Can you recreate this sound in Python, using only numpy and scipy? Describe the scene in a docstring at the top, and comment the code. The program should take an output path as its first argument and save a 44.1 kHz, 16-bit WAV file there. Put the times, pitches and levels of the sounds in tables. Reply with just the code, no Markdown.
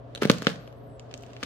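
"""Cucumber cracking underfoot

A foot in a sock presses a cucumber against a wooden floor, close to the microphone in a small room.
The skin fractures in a run of sharp cracks that excite damped modes of rind and flesh and trail a
crackle of bursting cells. Juice then squeaks faintly through the splits, and small wet ticks lead to
one more crack. The room reverberates, over a steady fan and mains hum."""
import sys
import numpy as np
from scipy import signal
from scipy.fft import rfft, irfft
from scipy.io import wavfile
from scipy.ndimage import uniform_filter1d, minimum_filter1d

SR = 44100
rng = np.random.default_rng(int(sys.argv[2]) if len(sys.argv) > 2 else 0)


def int16_out(signal):
    """Quantize to a 16-bit WAV file."""
    q = np.round(np.clip(np.atleast_2d(signal).T, -1, 1) * 32767)
    wavfile.write(sys.argv[1], SR, q.astype(np.int16))


N = 63945
SKIN_LAG_S = .00008  # the right channel hears the skin this much later
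# spectrum of a snap of the skin or of a cell: f/Hz, relative level/dB
SNAP_SPECTRUM = [(200, 5.5), (750, -2), (1300, 10), (2200, 4), (3100, 6), (4400, 2), (6200, -5.5),
                 (8000, -11), (11000, -16.5), (16000, -23)]


def cracks():
    """Impulse excitation: each fracture snaps the skin, then the flesh thumps and the rind knocks."""
    # fractures: t/s, thump level/dB, thump f/Hz, overtone lift/(dB/octave), knock level/dB, knock f/Hz,
    # snap level/dB, snap tilt/(dB/octave), treble edge f/Hz, tear decay time/s, snap pan L-R/dB
    splits = [(0.1748, -38.5, 255, 11, -63, 1410, -48, 3.5, 9000, .001, 5),
              (0.2208, -17, 224, 20, -29, 1410, -33.5, -6, 9000, 0.0012, -8),
              (0.2238, -22, 231, 8.5, -26.5, 1300, -39.5, 9.5, 14000, 0.002, 5),
              (0.2326, -19, 235, -5, -29, 1400, -31.5, 3.5, 14000, 0.0027, -1),
              (0.2476, -34, 220, 9.5, -32.5, 1840, -37.5, -3, 14000, 0.0011, -5.5),
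              (0.2526, -12, 204, -3.5, -32, 2020, -35.5, 6, 14000, 0.0036, 1),
              (0.259, -44, 193, 6.5, -55.5, 1400, -41, 0.5, 14000, .001, -1),
              (0.2985, -5.5, 227.5, 0, -17, 1125, -16.5, 6, 6340, 0.00029, -2),
              (.302, -22, 226, 0.5, -28, 1350, -22, 1, 12000, 0.005, -3.5),
              (0.3152, -23.5, 210, -4, -53, 1400, -26.5, 2.5, 16000, 0.00074, 1.5),
              (0.421, -27.5, 228, -0.5, -34, 1430, -38, 5, 12000, 0.00087, 3),
              (.469, -11.5, 234.6, 1, -21.5, 1257, -17.5, -0.5, 5010, 0.0011, 3),
              (0.4711, -36.5, 220, 9.5, -32.5, 2040, -30.5, 1.5, 5460, 0.0051, -14),
              (1.4297, -33, 244.6, 11, -44.5, 1220, -30.5, 1, 3400, 0.00034, 2),
              (1.433, -32, 227, -3, -40.5, 1210, -30.5, 5.5, 6800, 0.0033, 1.5)]
    # modes of the flesh on the floor: ratio to thump frequency, relative level/dB, T60/s
    flesh_modes = [(.72, -3.5, 0.054), (1.02, 5, 0.018), (1.95, -1.5, 0.02), (2.45, -32.5, 0.0096)]
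    # modes of the rind: ratio to knock frequency, relative level/dB, T60/s
    rind_modes = [(.76, 12.5, .006), (1, 28.5, 0.0042), (1.04, -2.5, 0.023), (1.4, 12.5, 0.01),
                  (1.8, 2, .004)]
    out = np.zeros((2, N))
    for (t, thump_db, thump_hz, lift_db, knock_db, knock_hz,
         snap_db, tilt_db, edge_hz, tear_s, pan_db) in splits:
        flesh = ring([(thump_hz * k, db + lift_db * np.log2(k), t60) for k, db, t60 in flesh_modes])
        rind = ring([(knock_hz * k, db, t60) for k, db, t60 in rind_modes])
        skin = snap(SNAP_SPECTRUM, tilt_db, edge_hz, tear_s, scatter_db=15.5)
        add(out, unit(highpass(flesh, hz=142)), t + 0.00057, thump_db, pan_db=1, lag_s=0.00028)
        add(out, unit(highpass(rind, hz=636)), t + 0.00069, knock_db, pan_db=1.5, lag_s=SKIN_LAG_S)
        add(out, skin, t, snap_db, pan_db, SKIN_LAG_S)
    return out


def snap(points, tilt_db, edge_hz, tear_s, scatter_db, size=2048):
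    """Brittle fracture: an impulse and a ragged tear scatter_db above it, low-passed by wet flesh."""
    apart, evenness = 0.71, 0.35  # share of tear power unlike in L and R; flattening of spectral ripple
    noise = rng.standard_normal((3, size))
    ragged = np.sqrt(1 - apart) * noise[2] + np.sqrt(apart) * noise[:2]
    tear = ragged * np.exp(-np.arange(size) / SR / tear_s)
    force = unit(tear) * np.sqrt(2) * undb(scatter_db)
    force[:, 0] += 1  # the clean break
    spectrum = rfft(force)
    muffle = 1 / np.sqrt(1 + (np.fft.rfftfreq(size, 1 / SR) / edge_hz) ** 4)
    spectrum = spectrum * causal(muffle / np.abs(spectrum) ** evenness)
    return unit(irfft(spectrum * rfft(colour(points, tilt_db)))) * np.sqrt(2)


def crackle(cells_per_s=4200, spread_db=2.5):
    """Shot noise: cells burst independently, each a tiny click of random size."""
    # envelope of the crackle: t/s, level/dB
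    envelope = [(0, -81), (.14, -67.5), (0.207, -57.5), (0.221, -30), (0.28, -46.5), (0.329, -38),
                (.40, -52), (.46, -45.5), (.50, -36.5), (0.571, -59), (0.749, -73), (.95, -76), (1.07, -67),
                (1.13, -63.5), (1.29, -60.5), (1.401, -58), (1.45, -45.5)]
    at, level_db = np.array(envelope).T
    bursts = rng.random(N) < cells_per_s / SR
    sizes = undb(spread_db * np.minimum(rng.exponential(size=N), 4))
    clicks = unit(bursts * sizes * rng.standard_normal((2, N))) * np.sqrt(2 * N)
    clicks = clicks * undb(np.interp(np.arange(N) / SR, at, level_db))
    return signal.fftconvolve(clicks, colour(SNAP_SPECTRUM)[None], axes=1)[:, :N]


def ticks_and_creaks():
    """Local stress release: fibres and wet pockets tick; the skin creaks as it first takes the weight."""
    # wet ticks and dry creaks: t/s, level/dB, tilt/(dB/octave), treble edge f/Hz, tear decay time/s
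    ticks = [(.275, -41.5, 1.5, 12200, .001), (0.328, -48, -1, 12000, 0.0012),
             (0.375, -45, -1.5, 12000, 0.0013), (0.384, -41, 6.5, 13430, 0.0013),
             (0.4274, -43, 6, 12000, 0.0017), (.4478, -41.5, 4, 7000, .002),
             (0.4497, -54.5, -7, 6900, .001), (0.481, -31, -1.5, 6120, 0.00082),
             (0.4917, -38.5, 2, 11800, 0.00086), (0.5588, -43, -3.5, 15800, 0.00053),
             (0.6764, -46, -1.5, 6000, 0.0023), (0.7266, -54.5, -1.5, 7000, 0.0015),
             (0.9963, -46.5, 3, 8800, 0.00081), (1.1118, -47, 0.5, 5500, 0.0045),
             (1.1280, -49, -4, 6500, 0.0017), (1.1403, -35.5, 2, 9000, 0.00073),
             (1.1769, -49, 10, 8000, 0.0006), (1.209, -62, 12.5, 8000, 0.00097),
             (1.2230, -55, 5.5, 7000, 0.0016), (1.2296, -59.5, 22, 12000, 0.0032),
             (1.2354, -47, 1.5, 4500, 0.00095), (1.2644, -56.5, 8, 6040, 0.0014),
             (1.3294, -73, 8, 6950, 0.00062), (1.333, -50, 3, 5500, 0.0027), (1.366, -43, 1, 3760, 0.00057),
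             (1.411, -61, 6, 4300, .001), (1.4144, -60, 3, 5300, 0.0011)]
    creaks = [(.1500, -35, 0.5, 14040, .0014), (.1585, -37, -1, 8910, .002), (.1772, -41, 0, 9500, .0008)]
    # their spectra: f/Hz, relative level/dB
    tick_spectrum = [(200, 3.5), (550, 18), (850, -1), (1400, 0.5), (1800, 3.5), (2200, 4.5), (3100, 10),
                     (3700, 2), (4500, 1.5), (7500, -1), (10000, -23.5), (13000, -19), (16000, -37.5)]
    creak_spectrum = [(200, 0.5), (550, 7), (850, -11.5), (1400, 1), (2300, -3.5), (3100, 7.5), (4200, 6.5),
                      (5200, -15), (6200, -1.5), (7000, -12), (9500, -12.5), (16000, -27)]
    out = np.zeros((2, N))
    for events, spectrum in ((ticks, tick_spectrum), (creaks, creak_spectrum)):
        for t, db, tilt_db, edge_hz, tear_s in events:
            click = snap(spectrum, tilt_db, edge_hz, tear_s, scatter_db=5.5)
            add(out, click, t, db, pan_db=0, lag_s=SKIN_LAG_S)
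    return out


def juice_squeaks(flicker_db=4, flicker_per_s=70, smoothing=70):
    """Flow-excited tones: juice forced through narrow splits whistles, wavering and stuttering."""
    # upper, lower and brief frayed whistle: t/s, f/Hz, relative level/dB, wobble as a fraction of f
    upper = [(.57, 10900, -93, .004), (.615, 11970, -80, .008), (.655, 11700, -86.5, .003),
             (.685, 11230, -76, .002), (.73, 11530, -83, .003), (.755, 11550, -92.5, .002),
             (.785, 11300, -77.5, .002), (.81, 11600, -91.5, 0.0025), (.845, 12100, -85.5, 0.0036),
             (.88, 11450, -78, .006), (.90, 10800, -87.5, .002), (.955, 10950, -85.5, .0018),
             (.985, 10500, -95.5, .003)]
    lower = [(.76, 8260, -89, .005), (.78, 8400, -85.5, 0.0038), (.81, 8400, -96.5, 0.01),
             (.86, 8300, -91.5, .008), (.885, 7840, -84, 0.0046), (.915, 8000, -82.5, 0.0043),
             (.955, 8050, -80.5, .004), (.995, 7300, -81.5, 0.0068)]
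    frayed = [(.80, 12000, -92, .01), (.835, 12900, -80, .02), (.86, 12700, -86.5, .02),
              (.885, 11700, -92.5, .01)]
    t = np.arange(N) / SR
    out = np.zeros(N)
    for whistle in (upper, lower, frayed):
        at, hz, db, depth = np.array(whistle).T
        drift = uniform_filter1d(rng.standard_normal(N), smoothing) * np.sqrt(smoothing)
        pitch_hz = np.interp(t, at, hz) * (1 + drift * np.interp(t, at, depth))
        phase = 2 * np.pi * np.cumsum(pitch_hz) / SR
        gate = uniform_filter1d(1. * ((t > at[0]) & (t < at[-1])), smoothing)
        stutter_db = flicker_db * np.interp(t * flicker_per_s, np.arange(N), rng.standard_normal(N))
        out += np.sqrt(2) * np.sin(phase) * undb(np.interp(t, at, db) + stutter_db + 0.5) * gate
    return out


def reverberation(x, early_db=-10.5, early_s=0.0048, tail_db=-2, onset_s=0.014, bands=12):
    """Reflection and absorption: early echoes off feet and furniture, then a tail dying band by band."""
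    # spectrum of the tail: f/Hz, relative level/dB
    tail_spectrum = [(60, -20), (95, -18), (150, -0.5), (260, -13.5), (500, -8.5), (800, -9.5),
                     (1500, -16.5), (3000, -20), (6000, -11), (15000, -11.5)]
    # reverberation time: f/Hz, T60/s
    decay_times = [(100, 0.34), (260, 0.26), (700, 0.29), (1800, 0.67), (4800, 0.47), (15000, 0.084)]
    t, hz = np.arange(N) / SR, np.fft.rfftfreq(N, 1 / SR)
    tail = diffuse() * undb(along(tail_spectrum, hz) + tail_db)
    early_fade = unit(np.exp(-t / early_s) * (1 - np.exp(-2 * t / early_s)))
    response = irfft(diffuse(), N) * early_fade * undb(early_db)
    build_up = 1 - np.exp(-(t / onset_s) ** 2)
    edges = np.geomspace(50, SR / 2, bands + 1)
    for lo, hi in zip(edges, edges[1:]):
        fade = np.exp(-np.log(1000) * t / along(decay_times, np.sqrt(lo * hi)))
        response += irfft(tail * (hz >= lo) * (hz < hi), N) * unit(fade * build_up)
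    return signal.fftconvolve(x, response, axes=1)[:, :N]


def standing_waves(x, gain_db=-36, delay_s=0.01345):
    """Resonance: the low modes of the room ring on after each thump."""
    # room modes: f/Hz, relative level/dB, T60/s
    modes = [(153.1, 8.5, 0.43), (197, 1.5, .15), (212.9, 11.5, 0.26), (287, 6.5, 0.27), (390, -14, 0.6),
             (497, 2, 0.11)]
    response = np.pad(ring(modes, size=16384), (int(delay_s * SR), 0))
    return signal.fftconvolve(x.mean(axis=0), response)[:N] * undb(gain_db)


def fan_and_hum(fan_db=-46.5, hum_db=-49.5, hum_hz=120.3, hum_pan_db=7):
    """Stationary background: diffuse broadband fan rumble and a pure tone of mains hum to the left."""
    # fan rumble: f/Hz, relative spectral density level/dB
    fan_spectrum = [(25, -30.5), (55, -4), (90, -3), (150, -4), (190, -13.5), (235, -5), (275, -2.5),
                    (350, -13), (435, -2), (490, -13.5), (540, -0.5), (610, -9), (680, -2.5), (800, -16),
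                    (950, -16), (1100, -18), (1500, -24.5), (2300, -35.5), (3100, -35.5), (5000, -48.5),
                    (9000, -62.5), (15000, -64)]
    air = irfft(diffuse() * undb(along(fan_spectrum, np.fft.rfftfreq(N, 1 / SR))), N)
    fan = unit(air) * np.sqrt(2 * N) * undb(fan_db)
    hum = np.sqrt(2) * np.sin(2 * np.pi * hum_hz * np.arange(N) / SR)
    return fan + hum * undb(hum_db + np.array([[1], [-1]]) * hum_pan_db / 2)


def diffuse():
    """Diffuse field: a stereo noise spectrum, coherent in the bass and top treble, hardly so between."""
    # coherence of left and right: f/Hz, correlation
    coherence = [(60, 0.45), (200, 0.92), (500, .55), (1000, 0), (3000, 0.14), (15000, 1)]
    correlation = np.clip(along(coherence, np.fft.rfftfreq(N, 1 / SR)), -.99, .99)
    mid, side = rfft(rng.standard_normal((2, N)))
    mid, side = mid * np.sqrt((1 + correlation) / 2), side * np.sqrt((1 - correlation) / 2)
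    return np.array([mid + side, mid - side])


def ring(modes, size=4096):
    """Modal superposition: damped sinusoids (f/Hz, level/dB, T60/s) after one blow, at unit energy."""
    t = np.arange(size) / SR
    return unit(sum(undb(db) * np.sin(2 * np.pi * hz * t) * np.exp(-np.log(1000) * t / t60)
                    for hz, db, t60 in modes))


def colour(points, tilt_db=0, size=2048):
    """Impulse response of unit energy with the given spectrum, tilted per octave above 1 kHz."""
    hz = np.fft.rfftfreq(size, 1 / SR)
    level_db = along(points, hz) + tilt_db * np.log2(np.maximum(hz, 1000))
    return unit(irfft(causal(undb(level_db))))


def causal(gain):
    """Minimum phase: folding the cepstrum gives the spectrum of the most compact causal click."""
    cepstrum = irfft(np.log(gain + 1e-9))
    half = cepstrum.shape[-1] // 2
    cepstrum[..., 1:half] *= 2
    cepstrum[..., half + 1:] = 0
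    return np.exp(rfft(cepstrum))


def add(out, x, start, db, pan_db, lag_s):
    """Level and time differences place a unit-energy sound in stereo; db refers its energy to 5 ms."""
    x = np.broadcast_to(x, (2, x.shape[-1])) * undb(db) * np.sqrt(.005 * SR)
    for ch, side in enumerate((1, -1)):
        i = max(0, int(round(start * SR)) + ch * int(round(lag_s * SR)))
        part = x[ch, :max(0, N - i)]
        out[ch, i:i + len(part)] += part * undb(side * pan_db / 2)


def highpass(x, hz):
    """Radiation loss: a small body radiates little bass, here a second-order cut."""
    return signal.sosfilt(signal.butter(2, hz, "high", fs=SR, output="sos"), x)


def along(points, hz):
    """Interpolate (f/Hz, value) points on a log-frequency axis."""
    p = np.array(points, float)
    return np.interp(np.log(np.maximum(hz, 1)), np.log(p[:, 0]), p[:, 1])


def undb(db):
    """Decibels to amplitude ratio."""
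    return 10 ** (np.asarray(db) / 20)


def unit(x):
    """Scale to unit energy."""
    return x / np.sqrt(np.sum(x ** 2))


def scene():
    """Superposition: the cucumber's direct sound, the room's response and the background add."""
    crunch = highpass(cracks() + crackle() + juice_squeaks(), hz=173)
    small_snaps = ticks_and_creaks()
    echo = reverberation(crunch + undb(1) * small_snaps)
    return crunch + small_snaps + echo + standing_waves(crunch) + fan_and_hum()


def record(dry, limiter_samples=45, top_hz=15800):
    """Filtering and limiting: the channels differ in colour, peaks are held and the top is cut."""
    # channel balance: f/Hz, level L-R/dB
    balance = [(60, -4.5), (130, -3), (250, -1), (520, 1), (1100, 0), (2200, 0.5), (4200, 0), (8000, -2.5),
               (15000, 1)]
    balance_db = np.array([[1], [-1]]) * along(balance, np.fft.rfftfreq(N, 1 / SR)) / 2
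    heard = irfft(rfft(dry) * undb(balance_db), N)
    gain = 1 / np.maximum(1, np.abs(heard).max(axis=0))  # ceiling at full scale
    heard = heard * uniform_filter1d(minimum_filter1d(gain, limiter_samples), limiter_samples)
    return signal.sosfilt(signal.ellip(10, .2, 80, top_hz, fs=SR, output="sos"), heard)


dry = scene()
out = record(dry)
int16_out(out)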